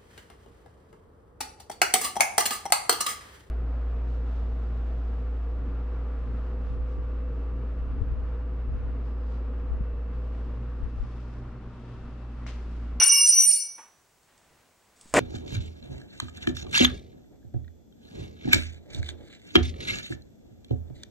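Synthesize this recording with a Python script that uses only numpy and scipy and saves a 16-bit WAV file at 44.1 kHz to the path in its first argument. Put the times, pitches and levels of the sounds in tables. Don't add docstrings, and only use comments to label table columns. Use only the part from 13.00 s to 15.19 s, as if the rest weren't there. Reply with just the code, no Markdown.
import sys
import numpy as np
from scipy import signal
from scipy.fft import rfft, irfft, next_fast_len
from scipy.io import wavfile
from scipy.ndimage import uniform_filter1d, map_coordinates

SR = 44100
rng = np.random.default_rng(int(sys.argv[2]) if len(sys.argv) > 2 else 0)


def transcribe(signal):
    frames = np.atleast_2d(signal).T
    limited = np.clip(frames, -1, 1)
    pcm = np.round(limited * 32767).astype(np.int16)
    wavfile.write(sys.argv[1], SR, pcm)


def amplitude_ratio(level_db):
    exponent = np.asarray(level_db, float) / 20
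    return 10 ** exponent


N = 96711
LEAD = 4410

# freq_hz, level_db
AIR_COLOUR = [(25, -13.5), (60, -6), (169, -8), (800, -9.5), (2000, -14.5), (4000, -21.5), (15600, -44.5)]
# time_s, level_db
AIR_FADER = [
    (0, -57.5),
    (.55, -65.5),
    (0.699, -65.5),
    (1.152, -67.5),
    (1.301, -66),
    (1.6, -62.5),
    (1.751, -66.5),
    (2.19, -60.5),
]
# freq_hz, likeness_0_to_1
PORT_LIKENESS = [(60, 1), (240, 0.6), (950, 1), (3770, 0.57), (15000, 0.94)]
# freq_hz, level_db
MIC_COLOUR = [(300, -21.5), (1500, -16), (5300, -4.5), (7750, -2), (10400, -9.5), (15600, -14)]
MIC_DB = -69.5
WHINE_HZ, WHINE_DB = 15735, -80

# start_s, level_db, t60_s, brightness_db_per_octave
KNOCK_EVENTS = [
    (-.01, -17, 0.037, 2.5),
    (.012, -22.5, 0.052, -2),
    (.632, -60, 0.057, -8.5),
    (0.781, -50, 0.3, -5.5),
    (1.285, -64.5, 0.32, 0),
    (1.504, -60.5, 0.116, -14.5),
    (2.055, -45.5, 0.041, -16.5),
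    (2.129, -47, 0.034, -2),
]
# freq_hz, level_db
KNOCK_COLOUR = [(60, -48), (250, -21), (500, -16.5), (950, -4), (1900, -5), (3000, -9.5), (4200, -17),
                (9000, -50)]

# start_s, click_db, low_db, first_middle_db, second_middle_db
CONTACT_EVENTS = [(0.0014, -28, -26.5, -26, -20), (0.0228, -19.5, -28.5, -14.5, -14.5),
                  (0.034, -23.5, -25, -24, -37.5), (0.0424, -26.5, -25.5, -37, -35.5),
                  (0.054, -34.5, -32, -19.5, -21.5), (0.0636, -36.5, -27.5, -36.0, -35),
                  (0.0785, -22.5, -24.0, -25.5, -22.5), (0.09, -31.5, -31, -22.5, -17.5),
                  (0.0986, -34.0, -40.5, -22.5, -15.5), (0.111, -37.0, -25, -26.5, -21),
                  (0.119, -36.0, -20.5, -20.5, -26.5), (0.1324, -27, -27.5, -16, -20.5),
                  (0.1594, -32.5, -21, -18, -23), (0.1894, -33.5, -22.5, -20.5, -21.5),
                  (0.2144, -35.5, -24.5, -29, -21), (0.2444, -38.5, -32, -32, -16.5),
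                  (0.2632, -15, -49.5, -25.5, -23), (0.2844, -27.5, -37.5, -27.0, -23.5),
                  (0.3174, -28.5, -38.5, -22.5, -17.5), (0.3424, -29, -35.0, -37.5, -21),
                  (0.3694, -28, -42, -26.5, -15.5), (0.399, -18, -43, -32, -17),
                  (0.4194, -18.5, -38.0, -31.5, -20), (0.4584, -28, -47, -27, -32.5),
                  (0.4728, -31.5, -62.5, -28.5, -34), (0.503, -24.5, -36, -39.5, -36.5),
                  (0.5124, -25, -54.5, -26, -30.0), (0.53, -27.5, -49, -41, -28.5),
                  (0.5524, -28, -47.5, -37, -40), (0.5924, -35.0, -52.5, -36.5, -31.0)]
# bright_db, lower_side_db, upper_side_db, thin_db, topmost_db
CONTACT_OVERTONES = [(-26.5, -32.5, -36.5, -61.5, -66.5), (-38, -30.5, -36.5, -42.5, -53.5),
                     (-14, -31.5, -43.5, -44, -53), (-32.5, -41.0, -25.5, -39.5, -51.5),
                     (-29.5, -35.5, -40.5, -52.0, -45), (-13, -43, -37, -45.5, -51.5),
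                     (-23.5, -36.5, -43.5, -49.5, -47.5), (-26.0, -45.5, -39, -48, -60),
                     (-37.5, -45, -49, -53.0, -61.0), (-14.5, -38, -46.5, -48.0, -63.0),
                     (-15, -32.5, -45.5, -50.0, -54), (-23, -32.5, -42.5, -37, -54),
                     (-21.0, -38, -39, -34.5, -60), (-17.5, -37, -38, -45.5, -52.5),
                     (-16, -43.0, -38.5, -45.5, -50.5), (-32, -47.5, -47.5, -43.5, -58.5),
                     (-18.5, -47.5, -36, -48, -55.5), (-15.5, -52, -50, -53.5, -53),
                     (-29, -49, -36, -38.0, -47), (-23, -42, -37.5, -41.5, -48),
                     (-24.0, -44.5, -42, -45.5, -45.5), (-23, -43, -41, -43.0, -50.5),
                     (-21, -45.0, -42, -35, -55), (-16.0, -57, -47.5, -41.0, -56.5),
                     (-13, -52, -34.5, -48.5, -56.0), (-19.0, -47.5, -33.5, -44, -53.5),
                     (-21.5, -48.5, -34.5, -43.5, -53.0), (-18.5, -51, -41, -54, -50),
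                     (-24.5, -49, -33.5, -46.5, -49), (-29, -53.5, -40, -55.5, -58)]
# pitch_hz, family_index (which ringing level above drives it, low = 0)
BAR_MODES = [(1105, 0), (2269, 4), (2818, 0), (4424, 5), (5426, 1), (5907, 2), (480, 4), (9035, 3),
             (10029, 5), (10574, 5), (12908, 6), (14972, 7), (15245, 7)]
# level_db over the family, t60_s, left_over_right_db, port_drift_0_to_1
MODE_RING = [(-20, 0.1, -2.5, .05), (-3.5, 0.98, -3.5, 0), (-3, 0.4, -2, .06), (-7.5, 0.45, -1, .12),
             (-2, .42, -2, 0.3), (-0.5, .5, -1, .4), (-28.5, 0.26, -5, 0.1), (0, 0.33, -0.4, .2),
             (-8.5, 0.2, -3.2, .2), (-0.5, 0.47, 0.6, .15), (2, .26, 0.5, 0.5), (-5, .25, 2.5, .15),
             (1.5, .25, 0.5, .15)]
SWELL_S, DRIFT_HZ, RING_DB = .007, 14, 3
FUZZ, FUZZ_HZ = .3, 130
PHASE_JUMP_RAD = .9
GRIP_S, GRIP_T60_S, GRIP_BELOW_HZ = 0.88, .03, 2500
# freq_hz, level_db
CLICK_COLOUR = [(150, -58.5), (500, -29), (3500, -20), (5500, -2.5), (7500, -2.5), (9000, 8.5),
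                (10800, -10), (11500, -28), (16000, -52)]
CLICK_T60_S, CLICK_DB, CLICK_GROWS = .11, -8.5, 1.1
CHATTER_DB, CHATTER_PER_S = -3, 1400

# start_s, level_db, t60_s
THUD_EVENTS = [
    (.785, -54, .05),
    (.792, -51.5, .12),
]
# freq_hz, level_db
HOLLOW_COLOUR = [(500, -33), (760, -6), (930, 8.5), (1150, 1), (1600, -15), (2200, -34)]

# start_s, level_db
TICK_EVENTS = [
    (1.232, -61.5),
    (1.378, -54.5),
    (1.447, -65.5),
    (2.0116, -47),
    (2.0165, -59),
    (2.076, -56.5),
    (2.098, -58),
    (2.129, -60),
]
# time_s, level_db
RUB_FADER = [
    (1.96, -66.5),
    (2.01, -66),
    (2.04, -67.5),
    (2.10, -63),
    (2.14, -66),
]
# freq_hz, level_db
TICK_COLOUR = [(1500, -23), (4500, -10), (6000, -12), (7800, -3.5), (9500, -13), (11500, -35)]
TICK_T60_S = 0.019

# start_s, push_db, snap_db, direction_sign
CRUNCH_EVENTS = [(2.1397, -9.5, -16, -1), (2.1403, -6, -19, 1), (2.142, -9, -44.5, 1),
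                 (2.148, -10.5, -29.5, 1), (2.1522, -11, -43.5, 1), (2.155, -10.5, -34.5, 1),
                 (2.1639, -19, -16.5, 1), (2.1664, -14, -29, -1), (2.1686, -13.5, -28, 1),
                 (2.1699, -13.5, -28, -1), (2.172, -6.5, -26, 1), (2.1745, -16.5, -28, 1),
                 (2.1772, -4, -37.5, 1), (2.1806, -11.5, -34.5, 1), (2.1826, -9.5, -46.5, 1),
                 (2.1864, -6, -40, 1), (2.1884, -8.5, -45, 1), (2.1907, -7, -39.5, 1)]
# pitch_hz, width_hz, level_db
TYRE_MODES = [(172.5, 54, -1), (394, 82, 3.5), (537, 230, 4), (955, 210, 2), (1770, 290, -18),
              (2400, 600, -20)]
PUSH_HZ, PUSH_DB = 3450, 17.5
# freq_hz, level_db
SNAP_COLOUR = [(1500, -37.5), (3000, -22.5), (4300, -15), (6500, -8.5), (8000, -0.5), (10500, -17.5),
               (13500, -37.5), (14500, -76)]
SNAP_DB, SNAP_T60_S = -1.5, 0.0073
# time_s, level_db
SLIP_FADER = [
    (2.139, -54.5),
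    (2.141, -25),
    (2.16, -22),
    (2.175, -19),
    (2.193, -21.5),
]
# freq_hz, level_db
DRAG_COLOUR = [(30, -29.5), (60, -12), (372, 2), (968, -6), (2200, -11.5), (4320, -25), (7970, -22),
               (14500, -71)]
# time_s, level_db
SQUEAL_FADER = [
    (2.152, -49.5),
    (2.168, -19.5),
    (2.193, -37.5),
]
# freq_hz, level_db
RIM_COLOUR = [(900, -37), (1900, 2), (2600, -11), (4200, -39.5)]
BUMP_DB = -38.5

# freq_hz, t60_s
WALL_DECAY = [(200, 0.13), (1500, 0.44), (6000, 0.53), (12000, 0.39)]
WET_DB, WIDTH = -4, .38
RING_WET_DB, RING_SIDE_DB = -24, -26
# start_s, end_s, below_hz, lost_share
STARVED_BASS = [
    (.085, .23, 190, .995),
    (.23, .5, 345, .995),
    (.5, .575, 120, .995),
    (.575, .95, 220, .45),
]


def unit(x):
    return x / np.sqrt(np.mean(x ** 2) + 1e-20)


def along(points, hz):
    f, v = np.transpose(points)
    return np.interp(np.log(hz + 1), np.log(f + 1), v)


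def clock():
    return (np.arange(N + LEAD) - LEAD) / SR


def filtered(x, response):
    m = next_fast_len(x.shape[-1] + 8192)
    return irfft(rfft(x, m) * response(np.fft.rfftfreq(m, 1 / SR)), m)[..., :x.shape[-1]]


def hiss(spectrum, channels=1):
    white = rng.standard_normal((channels, N + LEAD))
    return unit(filtered(white, lambda hz: amplitude_ratio(along(spectrum, hz))))


def wobble(rate):
    return map_coordinates(rng.standard_normal(400), [np.arange(N + LEAD) * rate / SR])


def dying(s, db, t60):
    t = clock() - s
    return (t >= 0) * amplitude_ratio(db - 60 * np.abs(t) / t60)


def fader(rows):
    s, db = np.transpose(rows)
    return amplitude_ratio(np.interp(clock(), s, db, left=-120))


def gated(envelope, spectrum, tilt_db=0, source=None):
    def gain(hz):
        return amplitude_ratio(along(spectrum, hz) + tilt_db * np.log2((hz + 50) / 1000))
    if source is None:
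        source = rng.standard_normal(N + LEAD)
    return filtered(envelope * source, gain) / np.sqrt(np.mean(gain(np.arange(SR // 2)) ** 2))


def air():
    def split(x):
        def shares(hz):
            turn = np.arccos(np.clip(along(PORT_LIKENESS, hz), -1, 1)) / 2
            return np.array([np.cos(turn), np.sin(turn)])
        return filtered(x, shares)

    gusts = fader([(-1, -70)] + AIR_FADER) * amplitude_ratio(0.45 * wobble(1.9))
    draught = gusts * split(hiss(AIR_COLOUR, channels=2))
    mid, side = draught + amplitude_ratio(MIC_DB) * split(hiss(MIC_COLOUR, channels=2))
    whine = amplitude_ratio(WHINE_DB + 3) * np.sin(2 * np.pi * WHINE_HZ * clock())
    return np.array([mid + side, mid - side]) + whine


def knocks():
    dull = 0
    for s, db, t60, tilt in KNOCK_EVENTS:
        blow = uniform_filter1d(dying(s, db, t60), size=300)
        dull = dull + gated(blow, KNOCK_COLOUR, tilt)
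    return dull


def bar_ring():
    t, contacts = clock(), np.array(CONTACT_EVENTS)
    last = np.clip(np.searchsorted(contacts[:, 0], t) - 1, 0, None)
    since = np.maximum(t - contacts[last, 0], 0)
    keep = np.exp(-1 / (SWELL_S * SR))
    levels = np.hstack([contacts[:, 2:], CONTACT_OVERTONES])
    ring = 0
    for (hz, family), (db, t60, pan_db, drift) in zip(BAR_MODES, MODE_RING):
        grip_db = 60 * np.maximum(t - GRIP_S, 0) / GRIP_T60_S * (hz < GRIP_BELOW_HZ)
        jumps = np.exp(1j * np.cumsum(PHASE_JUMP_RAD * rng.standard_normal(len(contacts))))
        level = amplitude_ratio(levels[last, int(family)] + db - 60 * since / t60 - grip_db) * jumps[last]
        swell = signal.lfilter([1 - keep], [1, -keep], level)
        swell = swell * (1 + FUZZ * (wobble(FUZZ_HZ) + 1j * wobble(FUZZ_HZ)))
        tone = swell * np.exp(2j * np.pi * hz * t)
        apart = np.real(tone * drift * (wobble(DRIFT_HZ) + 1j * wobble(DRIFT_HZ)))
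        pan = amplitude_ratio([[pan_db / 2], [-pan_db / 2]])
        ring = ring + pan * np.array([tone.real + apart, tone.real - apart])
    return amplitude_ratio(RING_DB) * ring


def bar_clicks():
    contacts = np.array(CONTACT_EVENTS)
    top = contacts[:, 1].max()
    burst = 0
    for s, db in contacts[:, :2]:
        burst = burst + dying(s, top + CLICK_GROWS * (db - top) + CLICK_DB, CLICK_T60_S)
    burst = uniform_filter1d(burst, size=220)
    hits = rng.random(N + LEAD) < CHATTER_PER_S / SR
    grit = unit(hits * rng.standard_normal(N + LEAD))
    return gated(burst, CLICK_COLOUR, source=grit) + amplitude_ratio(CHATTER_DB) * gated(burst, CLICK_COLOUR)


def stand_thud():
    blows = sum(dying(*row) for row in THUD_EVENTS)
    return gated(uniform_filter1d(blows, size=150), HOLLOW_COLOUR)


def grip_ticks():
    ticks = sum(dying(s, db, TICK_T60_S) for s, db in TICK_EVENTS)
    return gated(ticks + fader(RUB_FADER), TICK_COLOUR)


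def crunch():
    pushes, snaps = np.zeros(N + LEAD), 0
    for s, db, snap_db, way in CRUNCH_EVENTS:
        pushes[LEAD + round(s * SR)] = np.sign(way) * amplitude_ratio(db + PUSH_DB)
        snaps = snaps + dying(s, snap_db + SNAP_DB, SNAP_T60_S)

    def tyre(f):
        modes = sum(amplitude_ratio(db) * 1j * f * w / (c * c - f * f + 1j * f * w) for c, w, db in TYRE_MODES)
        return modes * np.exp(-(f / PUSH_HZ) ** 2)

    drag = gated(fader(SLIP_FADER), DRAG_COLOUR)
    squeal = gated(fader(SQUEAL_FADER), RIM_COLOUR)
    return filtered(pushes, tyre) + gated(snaps, SNAP_COLOUR) + drag + squeal


def bump():
    shake = amplitude_ratio(BUMP_DB) * (clock() > CRUNCH_EVENTS[0][0])
    rumble = gated(shake, [(30, -20), (61.3, 0), (130, -30), (300, -120)])
    return rumble * np.array([[.2], [1]])


def shop(x, width):
    hz, t, z = signal.stft(rng.standard_normal((2, SR // 2)), SR, nperseg=256)
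    fall = amplitude_ratio(-60 * t / along(WALL_DECAY, hz)[:, None])
    tail = signal.istft(z * fall, SR, nperseg=256)[1]
    late = np.pad(x, (300, 0))[None]
    mid, side = signal.fftconvolve(late, tail / np.linalg.norm(tail[0]), axes=1)[:, :len(x)]
    return np.array([mid + width * side, mid - width * side])


def scene():
    background = air()
    dull = knocks()
    ring = bar_ring()
    rest = dull + bar_clicks() + stand_thud() + grip_ticks() + crunch()
    near = ring + rest * amplitude_ratio([[.3], [-.3]])
    ring_walls = amplitude_ratio(RING_WET_DB) * shop(ring.mean(axis=0), amplitude_ratio(RING_SIDE_DB - RING_WET_DB))
    walls = ring_walls + amplitude_ratio(WET_DB) * shop(rest, WIDTH)
    return (near + walls + background + bump())[:, LEAD:]


def roll_off(x):
    return signal.sosfilt(signal.butter(12, 15820, fs=SR, output="sos"), x)


def record(dry):
    t = np.arange(N) / SR
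    lost = 0
    for start, end, edge_hz, share in STARVED_BASS:
        span = uniform_filter1d(1. * ((t > start) & (t <= end)), size=700)
        bass = filtered(dry, lambda hz: 1 / (1 + (hz / edge_hz) ** 12))
        lost = lost + share * span * bass
    return roll_off(dry - lost)


dry = scene()
out = record(dry)
transcribe(out)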